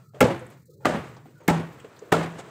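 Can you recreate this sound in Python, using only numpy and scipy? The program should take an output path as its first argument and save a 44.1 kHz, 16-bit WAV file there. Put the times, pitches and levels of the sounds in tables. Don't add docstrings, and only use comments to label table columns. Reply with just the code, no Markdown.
import sys
import numpy as np
from scipy import signal
from scipy.fft import rfft, irfft
from scipy.io import wavfile
from scipy.ndimage import uniform_filter1d, map_coordinates

SR = 44100
rng = np.random.default_rng(int(sys.argv[2]) if len(sys.argv) > 2 else 0)


def nominal_scale(level):
    x = np.asarray(level, float) / 20
    return 10 ** x


def materialize(psi):
    bounded = np.clip(np.atleast_2d(psi).T, -1, 1)
    quanta = np.round(bounded * 32767).astype(np.int16)
    wavfile.write(sys.argv[1], SR, quanta)


N = 110250


def unit(x):
    return x / np.sqrt(np.mean(x ** 2) + 1e-20)


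def along(points, hz):
    point_hz, value = np.transpose(points)
    return np.interp(np.log(hz + 1), np.log(point_hz + 1), value)


def wobble(rate, size=N):
    knots = rng.standard_normal(int(size * rate / SR) + 4)
    return map_coordinates(knots, [np.arange(size) * rate / SR])


def noise(response, size=N):
    hz = np.fft.rfftfreq(size, 1 / SR)
    spectrum = rfft(rng.standard_normal(size))
    return unit(irfft(spectrum * response(hz), size))


def coloured(points):
    return lambda hz: nominal_scale(along(points, hz))


def hump(centre_hz, width):
    return lambda hz: np.exp(-(np.log((hz + 1) / centre_hz) / width) ** 2)


def add(track, s, sound):
    part = track[round(s * SR):][:len(sound)]
    part += sound[:len(part)]


def sine(hz, t, phase=0):
    return np.sin(2 * np.pi * hz * t + phase)


def gate(t, start_s, length_s):
    return np.clip(np.minimum(t - start_s + 0.0035, start_s + length_s - t) / 0.012, 0, 1)


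# frequency in Hz, density in dB per Hz.
HUM_COLOUR = [(25, -40), (65, -11.5), (134, 12.5), (211, -6.5), (284, -39.5), (500, -19.5), (650, -41),
              (1100, -120)]


def hum():
    level_db = -53.5 + 2.3 * wobble(6.1)
    return nominal_scale(level_db) * noise(coloured(HUM_COLOUR))


# frequency in Hz, density in dB per Hz.
HISS_COLOUR = [(1500, -36.5), (3200, -9.5), (4100, 2), (5500, -1.5), (8000, -6.5), (11000, -10),
               (15500, -5), (16500, -30)]


def hiss():
    level_db = -73 + 1.1 * wobble(24) + 2.7 * wobble(85)
    return nominal_scale(level_db) * noise(coloured(HISS_COLOUR))


# time in seconds, level in dB.
DRAG_LEVEL = [(0, -59.5), (.125, -77.5), (.4, -53), (.58, -61.5), (.66, -84.5), (.8, -79), (.86, -58),
              (1.05, -45.5), (1.25, -63), (1.38, -65.5), (1.64, -54), (1.88, -53.5), (2.08, -57.5),
              (2.3, -48), (2.5, -49)]
# frequency in Hz, density in dB per Hz.
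RUSTLE_COLOUR = [(120, -20), (200, -9), (306, -6), (434, -3), (784, -11), (1340, -10), (7740, -34.5),
                 (14800, -54.5)]


def dragging():
    t = np.arange(N) / SR
    level_db = np.interp(t, *np.transpose(DRAG_LEVEL)) + 3 + 0.5 * wobble(20.0)
    return nominal_scale(level_db) * noise(coloured(RUSTLE_COLOUR))


# start in seconds, centre in Hz, length in seconds, width share.
DRONE_BANDS = [(0, 1310, .15, .05), (.69, 1280, .05, .03), (.68, 410, .17, .28), (.66, 4100, .19, .03),
               (1.35, 1450, .06, .04), (1.40, 930, .05, .05), (1.40, 2250, .03, .04), (.805, 870, .04, .08),
               (.812, 1780, .025, .04), (.805, 2400, .02, .04), (.82, 1370, .03, .05)]
DRONE_LEVELS = [-67, -72, -56, -84, -62, -59.5, -59, -57.5, -74, -74, -60]


def drones():
    t, out = np.arange(N) / SR, np.zeros(N)
    for (s, hz, length_s, width), db in zip(DRONE_BANDS, DRONE_LEVELS):
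        out += nominal_scale(db) * gate(t, s, length_s) * noise(hump(hz, width))
    return out


def puffs(rows, width, trim_db, rustle_db):
    out, t = np.zeros(N), np.arange(SR // 4) / SR
    for s, db, hz, length_s in rows:
        burst = noise(hump(hz, width), size=len(t))
        rustle = noise(coloured(RUSTLE_COLOUR), size=len(t))
        envelope = np.minimum(t / 0.0023, 1) * np.exp(-t / length_s)
        add(out, s - .002, nominal_scale(db + trim_db) * envelope * (burst + nominal_scale(rustle_db) * rustle))
    return out


# time in seconds, peak in dB, centre in Hz, length in seconds.
FLOP_EVENTS = [(0.137, -48, 700, 0.02), (0.146, -37.5, 514, 0.072), (0.808, -50, 473, 0.04),
               (1.166, -43, 930, 0.037), (1.257, -42.5, 283, 0.049), (1.403, -43.5, 426, 0.07),
               (1.845, -35, 436, 0.016), (2.018, -41, 440, 0.081), (2.05, -49, 494, 0.082)]


def flops():
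    return puffs(FLOP_EVENTS, width=0.36, trim_db=-6, rustle_db=-4.5)


def swelling_tones(rows, trim_db):
    out, t = np.zeros(N), np.arange(SR // 5) / SR
    for s, db, hz, rise_s in rows:
        u = t / rise_s
        tone = sine(hz, t, 6 * rng.random() + 0.22 * wobble(90, size=len(t)))
        add(out, s, nominal_scale(db + trim_db) * np.e * u * np.exp(-u) * tone)
    return out


# time in seconds, level in dB, pitch in Hz, rise in seconds.
HOLLOW_ANSWERS = [(.232, -20.5, 120, 0.0092), (.246, -18, 490, .008), (.285, -28, 548, 0.018),
                  (0.284, -30, 340, 0.027), (0.41, -37, 510, .012), (.144, -39.5, 470, 0.0031),
                  (1.167, -44.5, 930, .003), (0.69, -51, 480, .005), (.94, -27, 215, 0.011),
                  (1.256, -43.5, 750, 0.0026)]


def answers():
    return swelling_tones(HOLLOW_ANSWERS, trim_db=0)


# time in seconds, peak in dB, centre in Hz, length in seconds.
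DRIP_EVENTS = [(0.467, -47, 8450, 0.0048), (0.503, -52.5, 7830, 0.007), (0.657, -53.5, 7910, 0.0057),
               (0.657, -59.5, 12500, 0.008), (0.394, -48, 7600, 0.008), (0.502, -54, 12430, 0.01),
               (1.357, -57.5, 3990, 0.0051), (1.8, -42.5, 2540, 0.014), (1.848, -42, 2600, 0.01),
               (0.147, -47, 3300, 0.011), (1.167, -46, 4600, 0.0091), (1.801, -48.5, 7000, 0.0078),
               (1.964, -46.5, 3860, 0.018), (1.9923, -38, 5800, 0.0054)]


def drips():
    return puffs(DRIP_EVENTS, width=0.3, trim_db=-8, rustle_db=-4.5)


def wet_contact(t, contact_s, attack_s, colour):
    press = np.minimum(t / attack_s, 1) ** 2 * np.exp(-np.maximum(t - contact_s, 0) / 0.017)
    body = noise(coloured(colour), size=len(t)) * nominal_scale(3 * wobble(235.6, size=len(t)))
    split_hz = 1180
    bass = signal.sosfilt(signal.butter(2, split_hz, fs=SR, output="sos"), body)
    treble = signal.sosfilt(signal.butter(2, split_hz, "high", fs=SR, output="sos"), body)
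    sizzle = np.minimum(1.5 * t / attack_s, 1) * np.exp(-t / 0.018)
    return nominal_scale(-6) * press * bass + 3.2 * sizzle * treble


def slab_ring(t, modes):
    out = np.zeros(len(t))
    for hz, level_db, t60_s in modes:
        phase = 6 * rng.random() + 0.87 * wobble(70, size=len(t))
        out += nominal_scale(level_db - 60 * t / min(t60_s, 0.22)) * sine(hz, t, phase)
    return np.minimum(t / 0.019, 1) * out


# frequency in Hz, time to fall 60 dB in seconds.
YARD_T60 = [(100, 0.9), (500, 0.43), (2000, 0.63), (8000, 0.33), (16000, 0.96)]
# frequency in Hz, density in dB per Hz.
WALL_COLOUR = [(35, -76.5), (60, -28.5), (161, -18), (199, -19), (546, -14.5), (586, -14), (7960, -43.5),
               (15000, -70)]


def yard(t, far_db):
    hz, u, z = signal.stft(noise(coloured(WALL_COLOUR), size=len(t)), SR, nperseg=256)
    swell_db = far_db * np.exp(-((u - 0.11) / 0.055) ** 2) / (1 + hz[:, None] / 5000)
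    decay_db = 60 * u / along(YARD_T60, hz)[:, None]
    tail = signal.istft(z * nominal_scale(swell_db - decay_db), SR, nperseg=256)[1][:len(t)]
    splashes = nominal_scale(1.3 * wobble(160, size=len(t)))
    return tail * np.minimum(t / 0.0096, 1) * splashes


def barrel(t, hold_s):
    envelope = np.minimum(t / 0.013, 1) * np.exp(-(np.maximum(t - hold_s, 0) / 0.105) ** 2)
    return envelope * sine(165, t, 0.054 * wobble(42, size=len(t)))


def trough(t, level_db):
    envelope = np.minimum(t / 0.01, 1) * nominal_scale(level_db - 60 * t / 0.56)
    return envelope * sine(122, t, 0.5 * wobble(24, size=len(t)))


SLAP_TIMES = [.2050, .8478, 1.4772, 2.1182]
# peak in dB, contact in seconds, attack in seconds, yard level in dB, far wall swell in dB.
SLAP_BLOWS = [
    (-0.5, 0.034, 0.0053, -7.5, 4.5),
    (-6, 0.0075, 0.01, -3.5, 8),
    (-8.5, 0.049, 0.011, -1, 3.5),
    (-4, 0.024, 0.013, -4, 4.5),
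]
# frequency in Hz, density in dB per Hz.
WET_COLOURS = [
    [(35, -58), (60, -14.5), (559, 0.5), (1080, -34), (1330, -11.5), (1900, -26.5), (2040, -19.5),
     (14700, -55)],
    [(35, -54), (60, -44), (224, 0.5), (834, -6), (1010, -13), (1210, -8), (4030, -31), (15000, -61)],
    [(35, -43), (60, -5), (691, -3), (834, 14), (1010, -5), (2140, -4), (2350, -5.5), (14700, -36)],
    [(35, -43), (60, -21), (432, 10), (834, 4.5), (1060, -4), (1370, -2), (2770, -12), (15000, -42.5)],
]
# frequency in Hz, level in dB, time to fall 60 dB in seconds.
SLAB_MODES = [
    [(255.3, 5, .3), (526, 8, 0.15), (845, 4.5, 0.2), (1293, -10, 0.082), (2050, -7, 0.068)],
    [(239, 4, 0.28), (618, 1.5, 0.29), (1250, 4, 0.13)],
    [(609, 1, 0.21), (840, 1, 0.13), (1330, 5, 0.24), (2160, -3, 0.082)],
    [(444, -2, 0.12), (817, -0.5, 0.15), (1390, -6, 0.065)],
]
SLAB_LEVELS = [2.5, 0.5, 1.5, -2.5]
# level over the slap in dB, time from the blow until it starts to fade in
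# seconds.
BARREL_BOOMS = [
    (-20.5, 0.028),
    (-18, 0.1),
    (-1, 0.048),
    (-10.5, 0.083),
]
TROUGH_LEVELS = [-16, -18.5, -19, -39]


def slaps():
    out, t = np.zeros(N), np.arange(SR) / SR
    rows = zip(SLAP_TIMES, SLAP_BLOWS, WET_COLOURS, SLAB_MODES, SLAB_LEVELS, BARREL_BOOMS, TROUGH_LEVELS)
    for s, blow, colour, modes, ring_db, (barrel_db, hold_s), trough_db in rows:
        peak_db, contact_s, attack_s, yard_db, far_db = blow
        sound = wet_contact(t, contact_s, attack_s, colour)
        sound += nominal_scale(ring_db - 6) * slab_ring(t, modes)
        sound += nominal_scale(yard_db) * yard(t, far_db)
        sound += nominal_scale(barrel_db) * barrel(t, hold_s)
        sound += 2 * trough(t, trough_db)
        add(out, s, nominal_scale(peak_db - 12.5) * sound)
    return out


FOLD_TIMES = [.2056, .2100, .2138, .8561, 1.4800, 1.4853, 2.1218, 2.1256]
# pop level in dB, pop length in seconds, spray level in dB.
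FOLD_POPS = [(-24.5, 0.0002, -24), (-7.5, 0.00029, -24), (-5.5, 0.0004, -27.5), (-3, 0.00013, -29.5),
             (-30, 0.00012, -22), (-7.5, 0.00035, -30), (-27, 0.00017, -29.5), (-13, 0.00035, -30)]


def folds():
    out, t = np.zeros(N), np.arange(SR // 10) / SR

    def spray_colour(hz):
        return 1 / (1 + (2790 / (hz + 1)) ** 4) / (1 + hz / 6000)

    for s, (pop_db, pop_s, spray_db) in zip(FOLD_TIMES, FOLD_POPS):
        u = t / pop_s
        pop = 1.3 * u ** 2 * (3 - u) * np.exp(-u)
        spray = noise(spray_colour, size=len(t)) * np.exp(-t / 0.0024)
        add(out, s, nominal_scale(pop_db) * pop + nominal_scale(spray_db) * spray)
    return out


# time in seconds, level in dB, pitch in Hz, rise in
# seconds.
FOLD_RINGS = [(0.2056, -30, 2460, 0.0031), (0.2078, -15.5, 2092, 0.0019), (0.2094, -16, 1260, 0.0023),
              (0.2133, -8.5, 465, 0.0026), (0.2135, -28, 3350, 0.0022), (0.2146, -18, 1350, 0.0027),
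              (0.2185, -29, 2320, 0.0015), (0.2217, -12, 291, 0.0017), (0.2282, -8, 552, 0.0019),
              (0.2423, -11, 193, 0.0016), (0.257, -18.5, 516, 0.0021), (0.854, -27.5, 2530, 0.0018),
              (0.8545, -27, 3270, 0.0013), (0.8551, -28.5, 2930, 0.0012), (0.8554, -16.5, 744, 0.0015),
              (0.8558, -18.5, 348, 0.001), (0.8572, -18.5, 1177, 0.0016), (0.8581, -24.5, 2050, 0.0021),
              (0.861, -18.5, 257, 0.0019), (0.8667, -18.5, 620, 0.0013), (0.8669, -23.5, 285, 0.0033),
              (0.898, -21, 590, 0.0018), (1.4835, -21, 1710, 0.002), (1.4839, -13.5, 285, 0.0016),
              (1.4844, -21.5, 2136, 0.0021), (1.4869, -16.5, 839, 0.0024), (1.4885, -23.5, 1220, 0.0019),
              (1.4912, -16, 202, 0.0016), (1.4984, -16.5, 800, 0.0024), (1.5061, -23, 910, 0.0023),
              (1.5066, -17.5, 191, 0.0016), (1.5125, -15.5, 233, 0.0012), (1.5173, -23, 630, 0.002),
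              (2.1208, -23, 1570, 0.0016), (2.1231, -31, 2540, 0.002), (2.1242, -13.5, 779, 0.0025),
              (2.1256, -21, 1240, 0.0023), (2.126, -9, 432, 0.0014), (2.1308, -13, 742, 0.0014),
              (2.1399, -17.5, 1363, 0.0024), (2.1403, -24, 732, 0.002), (2.1431, -17, 470, 0.0022),
              (2.1462, -21.5, 925, 0.0018), (2.1673, -19.5, 520, 0.0012)]


def fold_rings():
    return swelling_tones(FOLD_RINGS, trim_db=3)


# time in seconds, level in dB, half length in seconds.
LOOSE_END = [
    (0.524, -53, 0.026),
    (2.397, -36, 0.015),
    (2.235, -39.5, 0.015),
]


def swish():
    t = np.arange(N) / SR
    envelope = sum(nominal_scale(db) * np.exp(-((t - s) / half_s) ** 2) for s, db, half_s in LOOSE_END)
    return envelope * noise(lambda hz: coloured(WALL_COLOUR)(hz) * (hz / 1000) ** 0.21)


# time in seconds, pitch in Hz, level in dB.
BIRD_CALL = [
    (1.385, 7200, -76),
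    (1.41, 6600, -73),
    (1.435, 6350, -72),
    (1.46, 6500, -76),
]


def bird():
    t = np.arange(N) / SR
    s, hz, db = np.transpose(BIRD_CALL)
    whistle = np.sin(2 * np.pi * np.cumsum(np.interp(t, s, hz)) / SR)
    return gate(t, s[0], s[-1] - s[0]) * nominal_scale(np.interp(t, s, db)) * whistle


# time in seconds, pitch in Hz, level in dB.
FLOP_KNOCKS = [
    (1.844, 450, -37),
    (2.022, 450, -32),
]


def knocks():
    out, t = np.zeros(N), np.arange(SR // 10) / SR
    u = t / 0.0033
    for s, hz, db in FLOP_KNOCKS:
        add(out, s, nominal_scale(db) * np.e * u * np.exp(-u) * sine(hz, t))
    return out


def scene():
    still = hum() + hiss() + drones() + bird()
    cloth = dragging() + flops() + swish()
    water = drips() + knocks()
    blows = slaps() + folds() + fold_rings() + answers()
    return (still + cloth + water + blows)[None]


def roll_off(x):
    return signal.sosfilt(signal.butter(12, 16650, fs=SR, output="sos"), x)


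# frequency in Hz, gain in dB.
MIC_COLOUR = [(30, -30.5), (68, 1.5), (120, 0.5), (5500, -3), (7800, 5.5), (10000, -0.5), (15600, 4.5),
              (16300, -28.5)]
# frequency in Hz, level in dB.
SUPPRESSED_NOISE = [(200, -130), (600, -83), (3000, -97), (16000, -120)]


def record(dry):
    limited = dry / (1 + np.abs(dry / 0.8) ** 4) ** (1 / 4)
    hz, _, z = signal.stft(limited, SR, nperseg=1024, noverlap=768)
    power = uniform_filter1d(np.abs(z) ** 2, size=7, axis=2)
    power = np.abs(uniform_filter1d(power, size=3, axis=1)) + 1e-20
    noise_power = nominal_scale(along(SUPPRESSED_NOISE, hz))[:, None] ** 2
    keep = np.maximum(1 - noise_power / power, nominal_scale(-14))
    mic = nominal_scale(along(MIC_COLOUR, hz))[:, None]
    heard = signal.istft(z * keep * mic, SR, nperseg=1024, noverlap=768)[1][:, :N]
    return roll_off(heard)


dry = scene()
out = record(dry)
materialize(out)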